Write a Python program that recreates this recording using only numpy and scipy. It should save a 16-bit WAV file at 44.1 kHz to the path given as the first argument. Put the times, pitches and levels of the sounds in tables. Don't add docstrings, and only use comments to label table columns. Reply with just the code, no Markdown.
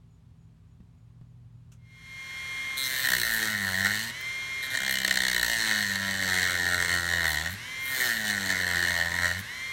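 import sys
import numpy as np
from scipy import signal
from scipy.fft import rfft, irfft, next_fast_len
from scipy.io import wavfile
from scipy.ndimage import uniform_filter1d, map_coordinates

SR = 44100
rng = np.random.default_rng(int(sys.argv[2]) if len(sys.argv) > 2 else 0)


def to_wav(sig):
    pcm = np.clip(np.atleast_2d(sig), -1, 1) * 32767
    pcm = np.round(pcm).astype(np.int16)
    wavfile.write(sys.argv[1], SR, pcm.T)


N = 428652
TIME = np.arange(N) / SR
FREE_HZ = 132.8

# (time [s], pipe ring before its mix trim [dB], rasp before its mix trim [dB])
CUTS = [
    [(2.77, -60.5, -43), (2.81, -49, -44), (2.94, -34.4, -36.5), (3.13, -26.5, -32), (3.19, -32.5, -33.5),
     (3.32, -30.5, -36), (3.43, -29, -33.5), (3.56, -31.6, -39), (3.8, -29.8, -36.5), (3.85, -23.5, -33),
     (4.02, -36.4, -35), (4.11, -36, -42.5)],
    [(4.63, -35, -43), (4.7, -44, -51), (4.75, -31, -36.5), (4.96, -32.5, -33.5), (5.09, -27, -30),
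     (5.28, -31, -32), (5.41, -27.5, -31), (5.65, -30.5, -31.0), (5.71, -27, -31.5), (6.03, -33.5, -38),
     (6.44, -26.5, -31.5), (6.62, -29, -35.5), (6.96, -27.5, -33), (7.03, -31.5, -37), (7.25, -26, -34),
     (7.35, -30.5, -34.4), (7.49, -34, -41.5), (7.55, -49, -48)],
    [(7.85, -45, -50.5), (7.98, -31, -37), (8.05, -27.5, -33.1), (8.24, -33.3, -38), (8.28, -30, -30.5),
     (8.34, -29, -36.5), (8.44, -33, -36.5), (8.51, -28, -33.4), (8.56, -28.5, -36), (8.98, -27.5, -34.6),
     (9.09, -32.8, -42.5), (9.25, -24.5, -34), (9.41, -42.2, -47.5)],
]
# (start [s], end [s], turn that hits [0 even, 1 odd])
BOUNCES = [(3.06, 3.28, 1), (4.76, 5.55, 0)]


def amp(db):
    return 10 ** (np.asarray(db) / 20)


def unit(x):
    return x / np.sqrt(np.mean(x ** 2) + 1e-20)


def steady(x):
    power = uniform_filter1d(uniform_filter1d(x * x, size=2800), size=2800)
    return x / np.sqrt(np.abs(power) + 1e-6 * np.mean(x * x))


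def curve(rows):
    return np.interp(TIME, *np.transpose(rows))


def gains(tables):
    total = 0
    for rows in tables:
        s, *columns = np.transpose(rows)
        active = (TIME >= s[0]) * (TIME <= s[-1])
        total = total + np.array([amp(np.interp(TIME, s, db)) * active for db in columns])
    return np.abs(uniform_filter1d(total, size=600, axis=1))


def wobble(rate, order=3):
    coarse = TIME[::100]
    knots = rng.standard_normal(int(N * rate / SR) + 4)
    return np.interp(TIME, coarse, map_coordinates(knots, [coarse * rate], order=order))


def coloured(x, points):
    m = 2 * next_fast_len(N // 2 + SR // 4)
    hz, db = np.transpose(points)
    bins_hz = np.fft.rfftfreq(m, 1 / SR)
    gain_db = np.interp(np.log(bins_hz + 1), np.log(hz), db)
    cepstrum = irfft(np.log(amp(gain_db)))
    cepstrum[1:m // 2] *= 2
    cepstrum[m // 2 + 1:] = 0
    return irfft(rfft(x, m) * np.exp(rfft(cepstrum)), m)[:N]


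def noise(points):
    return unit(coloured(rng.standard_normal(N), points))


def background(count=6):
    # (frequency [Hz], rms level [dB])
    hum_partials = [(53.8, -63.5), (161.5, -61.5), (382, -86.5), (414.5, -85.5)]
    # (frequency [Hz], relative filter gain [dB])
    rumble_colour = [(20, -37), (45, -23), (80, -4), (112, -1.5), (175, -17), (240, -14), (330, -31),
                     (600, -34), (1100, -34.5), (1500, -39.5), (4000, -44.5), (5200, -48), (8500, -51),
                     (15800, -61)]
    # (start [s], end [s], extra level [dB], ramp [s])
    drone_swell = (1.08, 1.84, 10, .12)
    drone_db, drone_hz, rumble_db = -62, 119.8, -56.5
    chirp_first_s, chirp_every_s, chirp_half_s = .14, .287, .044
    chirp_db, chirp_fade_db = -81, 2

    hum = 0
    for hz, db in hum_partials:
        hum = hum + amp(db + wobble(10.0)) * np.sin(2 * np.pi * hz * TIME + 0.37 * wobble(2.5))

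    start, end, extra_db, ramp_s = drone_swell
    swelling = np.clip(.5 + np.minimum(TIME - start, end - TIME) / ramp_s, 0, 1)
    drone_gain = amp(drone_db + extra_db * swelling + 0.61 * wobble(12))
    drone = drone_gain * np.sin(2 * np.pi * drone_hz * TIME + .5 * wobble(7))

    chirp_gain = 0
    for k in range(count):
        from_peak = TIME - chirp_first_s - chirp_every_s * k
        chirp_gain = chirp_gain + amp(chirp_db - chirp_fade_db * k) * np.exp(-(from_peak / chirp_half_s) ** 2)
    chirps = chirp_gain * noise([(6000, -67), (6750, -10), (6930, 2), (7100, -13), (7800, -63)])
    return np.sqrt(2) * (hum + drone) + amp(rumble_db) * noise(rumble_colour) + chirps


def handling():
    # (time [s], starting level of the sine [dB], pitch [Hz])
    bumps = [(0.804, -40, 180), (1.213, -39.5, 150)]
    # (time [s], level before attack and decay [dB])
    scratch = (1.718, -54.5)
    out = np.zeros(N)
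    for s, db, hz in bumps:
        t = np.maximum(TIME - s, 0)
        grain = noise([(100, 3), (350, -20), (600, -13), (2500, -22), (12000, -46)])
        thud = np.sin(2 * np.pi * hz * t) + 0.1 * grain
        out += amp(db - 60 * t / 0.072) * (t > 0) * thud

    s, db = scratch
    scrape = noise([(700, -26), (1350, 4), (2000, -14), (2600, 2), (4500, -13), (6300, 2), (8000, -5), (15000, -18)])
    t = np.maximum(TIME - s, 0)
    return out + amp(db - 60 * t / 0.12) * (1 - np.exp(-t / .002)) * scrape


def shaft_speed():
    # (time [s], shaft speed [turns a second])
    drag_curves = [
        [(2.77, 133.0), (2.96, 129.1), (3.09, 129.0), (3.29, 113.5), (3.51, 107.4), (3.65, 96.7), (3.74, 92.4),
         (3.95, 105.0), (4.12, 118.7)],
        [(4.6, 132.2), (4.91, 131.2), (5.27, 126.4), (5.44, 118.0), (5.62, 112.1), (5.92, 97.8), (6.09, 97.8),
         (6.49, 89.1), (6.95, 87.2), (7.2, 84.8), (7.36, 73.6), (7.48, 85.1), (7.57, 102.4)],
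        [(7.93, 130.9), (8.01, 127.4), (8.2, 108.4), (8.46, 95.2), (8.71, 87.5), (8.9, 87.4), (9.01, 83.9),
         (9.19, 87.2), (9.34, 87.2), (9.45, 105.3)],
    ]
    recover_s = .07
    speed = np.full(N, FREE_HZ)
    for rows in drag_curves:
        touch, lift = rows[0][0], rows[-1][0]
        sag = (FREE_HZ - curve(rows)) * np.exp(-np.maximum(TIME - lift, 0) / recover_s)
        speed = np.where(TIME < touch, speed, FREE_HZ - sag)
    return speed


def once_a_turn(turns, life, size=400):
    age = turns / max(life, 1)
    surface = rng.standard_normal((int(turns[-1]) + 3, size))
    return unit(map_coordinates(surface, [age, turns % 1 * size], order=2, mode="grid-wrap"))


def motor(speed, turns):
    # (multiple of the shaft rate [ratio], level before case and trim [dB])
    shaft_orders = [(8, -59.5), (13, -69), (14, -70), (15, -72), (16, -47), (18, -52), (22, -59.5),
                    (24, -52), (25, -52.5), (28, -60.5), (29, -78), (31, -59), (32, -57), (33, -59.5),
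                    (41, -62), (43, -63), (45, -65), (48, -61.5), (54, -62), (63, -66.5), (72, -67),
                    (87, -74)]
    # (centre [Hz], width [Hz], boost [dB])
    housing = (2125, 92, 9.6)
    # (frequency [Hz], relative filter gain [dB])
    air_colour = [(120, -29), (220, -8), (900, -10.5), (1070, -1.5), (1250, -7), (1500, 0), (1850, 6),
                  (2150, 4), (2400, -7), (3000, -6.5), (3600, -4), (4200, -4), (4750, -12.5), (5900, -10.5),
                  (8400, -14.5), (10500, -17.5), (12500, -17.5), (15800, -29)]
    trim_db, fade_in_at_s, fade_in_s = 1.86, 1.742, 1.025
    shaft_shake = .002

    pace = speed / speed.max()
    case_hz, width_hz, case_db = housing
    whine = np.zeros(N)
    for order, db in shaft_orders:
        detune = 2 * (order * speed - case_hz) / width_hz
        case = 1 + (amp(case_db) - 1) / (1 + detune ** 2)
        flutter = amp(1.2 * wobble(25))
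        cycles = order * (turns + shaft_shake * wobble(40)) + rng.random()
        whine += amp(db) * case * flutter * np.sin(2 * np.pi * cycles)

    brushes = unit(coloured(once_a_turn(turns, life=59.9), air_colour))
    air = amp(-45.0) * noise(air_colour) + amp(-49.0) * brushes
    fade = np.sin(np.pi / 2 * np.clip((TIME - fade_in_at_s) / fade_in_s, 0, 1)) ** 2
    return amp(trim_db) * fade * (np.sqrt(2) * whine * pace ** 3.7 + air * pace ** 0.1)


def bouncing(t, start, end):
    return np.clip(np.minimum((t - start) / 0.02, (end - t) / 0.31), 0, 1)


def bites(turns, skip_db, scatter_db, jitter_s):
    # (time [s], level in place of that turn's own [dB])
    snags = [(3.087, 1), (3.427, 3), (3.577, 2.5), (3.689, 2), (3.849, 6.5), (3.859, 6), (3.869, 6),
             (4.773, 7), (4.987, 2.5), (5.046, 9), (5.078, 7), (5.109, 4.5), (5.171, 5), (5.955, 5),
             (6.823, 4), (6.234, 1), (7.303, 1), (7.372, 1), (7.461, 4.5), (8.502, 3), (8.513, 2),
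             (8.523, 3.5), (8.666, 2), (9.186, 3.5)]
    count = np.arange(1, int(turns[-1]))
    when = np.interp(count, turns, TIME)
    chance = rng.standard_normal((len(count), 2))
    db = scatter_db * chance[:, 0]
    for start, end, hitting in BOUNCES:
        db += skip_db * bouncing(when, start, end) * (count % 2 != hitting)
    for s, snag_db in snags:
        db[np.argmin(np.abs(when - s))] = snag_db
    return when + jitter_s * chance[:, 1], amp(db)


def blows(when, size, delay_s):
    at = np.clip((when + delay_s) * SR, 0, N - 2)
    whole = at.astype(int)
    early = np.bincount(whole, size * (1 - at + whole), N)
    late = np.bincount(whole + 1, size * (at - whole), N)
    return unit(early + late)


def tearing(turns, strokes, rise_s, decay_s, drag, fresh):
    t = np.arange(SR // 40) / SR
    burst = (1 - np.exp(-t / rise_s)) ** 2 * np.exp(-t / decay_s)
    contact = unit(signal.fftconvolve(strokes, burst)[:N])
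    grit = once_a_turn(turns, life=9) + fresh * rng.standard_normal(N)
    return unit((contact + drag) * grit)


def kerfs():
    # (spray against rasp [dB], settling time constant [s], knock before load and mix trim [dB])
    openings = [(1.5, 0.96, -48.5), (-23, 0.73, -46), (7, 0.21, -46)]
    state = np.zeros((3, N))
    for rows, (spray_db, settle_s, knock_db) in zip(CUTS, openings):
        touch, lift = rows[0][0], rows[-1][0]
        age = np.maximum(TIME - touch, 0)
        spray_gain = amp(spray_db) * np.exp(-age / settle_s)
        depth = np.minimum(age / (lift - touch), 1)
        state = np.where(TIME < touch - .03, state, [spray_gain, np.full(N, knock_db), depth])
    return state


def shove(speed, turns, pressure, depth):
    # (rate of shoving [Hz], rms level before touch, push and judder [dB])
    sway_by_rate = [(50, -36), (58, -43), (65, -52), (76, -45.5), (87, -42.5), (100, -43), (114, -54),
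                    (132, -45.5), (152, -46), (172, -47), (179, -48), (194, -40), (218, -44), (232, -49),
                    (265, -54)]
    light_touch_db, seated_load = -9, 0.024
    judder_db, judder_rate = 4, 26
    follows, half_order_db = 0.22, -3
    lag_s, grows_db = 0.047, 5.5
    load = 1 - speed / FREE_HZ

    def sway(order):
        db = np.interp(order * speed, *np.transpose(sway_by_rate))
        db = db + light_touch_db * np.exp(-np.abs(load) / seated_load)
        return amp(db + judder_db * load * wobble(judder_rate)) * np.sin(2 * np.pi * order * turns)

    bounce = sum(bouncing(TIME - .03, start, end + 0.13) for start, end, _ in BOUNCES)
    halves = amp(half_order_db) * (sway(order=.5) + sway(order=1.5))
    push = pressure ** follows
    keep = np.exp(-1 / (lag_s * SR))
    lagging = signal.lfilter([1 - keep], [1, -keep], push)
    once = lagging * amp(grows_db * (2 * depth - 1.5)) * sway(order=1)
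    return np.sqrt(2) * (once + push * ((1 - bounce) * sway(order=2) + bounce * halves))


def cutting(speed, turns):
    # (frequency [Hz], relative filter gain [dB])
    knock_colour = [(150, -31.5), (280, 3.5), (420, 0), (500, -1.5), (620, 5), (790, 3), (880, -1.5),
                    (970, 4.5), (1150, -7.5), (1500, 8), (2500, -45.5)]
    ring_colour = [(800, -62.5), (1200, -22), (1450, -8.5), (1680, -1.5), (1840, 7.5), (2060, -4),
                   (2220, -7), (2420, -56.5), (3200, -47.5)]
    rasp_colour = [(1500, -15.5), (2450, -5.5), (2750, -4), (3020, 5.5), (3280, 0), (3550, 2), (4280, 8.5),
                   (4850, -8), (6250, 0), (6800, -4), (7250, -2), (8500, -2), (10400, -21), (13000, -21)]
    hiss_colour = [(7000, -42), (9700, 2.5), (10600, -11), (12500, 5.5), (13400, -5.5), (15800, -3)]
    spray_colour = [(7000, -7), (9700, 0), (10600, -12), (12500, 2), (13400, -2), (14500, 2), (15800, -2.5)]
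    # (time [s], peak level [dB], half length [s])
    spits = [(3.11, -45, 0.037), (3.356, -34.5, .05), (4.925, -34, .025), (5.44, -40, 0.12),
             (7.303, -38.5, 0.055), (7.52, -43, 0.025), (7.9, -41, 0.077), (9.4, -42, 0.013)]
    tremble_db, tremble_rate = .8, 15
    firm_db = -30
    knock_follows, knock_load_db = 1, 8
    dust_db = -11

    ring_gain, rasp_gain = gains(CUTS) * amp(tremble_db * wobble(tremble_rate))
    spray_gain, knock_db, depth = kerfs()
    pressure = ring_gain / amp(firm_db)
    load = 1 - speed / FREE_HZ
    knock_gain = amp(knock_db + knock_load_db * load) * pressure ** knock_follows
    puffs = sum(amp(db) * np.exp(-((TIME - s) / half_s) ** 2) for s, db, half_s in spits)
    dust_gain = np.hypot(amp(dust_db) * rasp_gain, puffs)

    when, size = bites(turns, skip_db=-55, scatter_db=1.35, jitter_s=.00002)
    strokes = blows(when, size, 0)
    swing = blows(when, size, 0.00072)
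    knock = .5 * blows(when, size, 0.00086)
    knock = knock + tearing(turns, strokes, rise_s=0.00026, decay_s=0.0049, drag=0.13, fresh=0.52)
    ring = .55 * blows(when, size, .002)
    ring = ring + tearing(turns, swing, rise_s=.0006, decay_s=.0018, drag=.05, fresh=.95)
    rasp = tearing(turns, strokes, rise_s=0.00054, decay_s=0.0038, drag=0.034, fresh=1.0)
    hiss = tearing(turns, strokes, rise_s=0.00012, decay_s=0.002, drag=0.27, fresh=1.2)
    spray = tearing(turns, strokes, rise_s=0.00044, decay_s=0.0025, drag=0.29, fresh=0.34)

    chatter = (amp(1.5) * knock_gain * steady(coloured(knock, knock_colour))
               + amp(0.06) * ring_gain * steady(coloured(ring, ring_colour))
               + amp(0.16) * rasp_gain * steady(coloured(rasp, rasp_colour))
               + dust_gain * steady(coloured(hiss, hiss_colour))
               + spray_gain * rasp_gain * steady(coloured(spray, spray_colour)))
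    return chatter + shove(speed, turns, pressure, depth)


def grazing(turns):
    # (start [s], end [s], level [dB])
    grazes = [(2.77, 2.885, -32), (2.942, 3.04, -38), (4.62, 4.675, -38), (4.698, 4.757, -38),
              (7.936, 8.024, -43)]
    # (frequency [Hz], relative filter gain [dB])
    wheel_colour = [(900, -61), (1330, -5), (1560, -2), (1750, 4.5), (2500, -22), (3500, 8.5), (3850, 13.5),
                    (4300, 12.5), (4750, -71), (6300, -6), (10500, -1), (12500, 2), (15800, -27)]
    when, size = bites(turns, skip_db=-6, scatter_db=.8, jitter_s=.000005)
    strokes = blows(when, size, 0)
    grit = tearing(turns, strokes, rise_s=0.0019, decay_s=0.0066, drag=.05, fresh=0.17)
    touch = blows(when, size, 0.001045) + .55 * grit
    level = 0
    for start, end, db in grazes:
        contact = np.clip(np.minimum((TIME - start) / 0.0052, (end - TIME) / 0.007), 0, 1)
        level = level + amp(db) * contact
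    return level * steady(coloured(touch, wheel_colour))


def squeal(turns):
    # (peak time [s], half length [s], level before the pulsing [dB])
    catch = (2.857, .022, -36.5)
    s, half_s, db = catch
    screech = noise([(4200, -40), (5200, -4), (5700, -9), (6300, 3), (7000, -35)])
    pulse = 1 + .5 * np.cos(2 * np.pi * turns)
    return amp(db) * np.exp(-((TIME - s) / half_s) ** 2) * pulse * screech


def engine_bay(x, wet_db, t60_s):
    t = np.arange(SR // 8) / SR
    tail = rng.standard_normal(len(t)) * amp(-60 * t / t60_s) * (t > .001)
    echo = signal.fftconvolve(x, tail / np.linalg.norm(tail))[:N]
    return x + amp(wet_db) * coloured(echo, [(200, -19), (900, -8), (1600, 5.5), (5000, -1), (15000, -1)])


def chip():
    # (time [s], level before attack and decay [dB])
    loose_chip = (4.208, -31)
    s, db = loose_chip
    t = np.maximum(TIME - s, 0)
    ping = noise([(1000, -30), (1600, -4), (2500, -18), (13500, -20), (15300, -5), (15900, -6)])
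    return amp(db - 60 * t / .035) * (1 - np.exp(-t / .001)) * ping


def scene():
    speed = shaft_speed()
    turns = np.cumsum(speed) / SR
    contact = cutting(speed, turns) + grazing(turns) + squeal(turns)
    cut = engine_bay(contact, wet_db=-15, t60_s=.05)
    return (background() + handling() + motor(speed, turns) + cut + chip())[None]


def record(dry):
    top_hz = 15900
    m = next_fast_len(N + SR // 4)
    kept = np.fft.rfftfreq(m, 1 / SR) < top_hz
    return irfft(rfft(dry, m) * kept, m)[:, :N]


dry = scene()
out = record(dry)
to_wav(out)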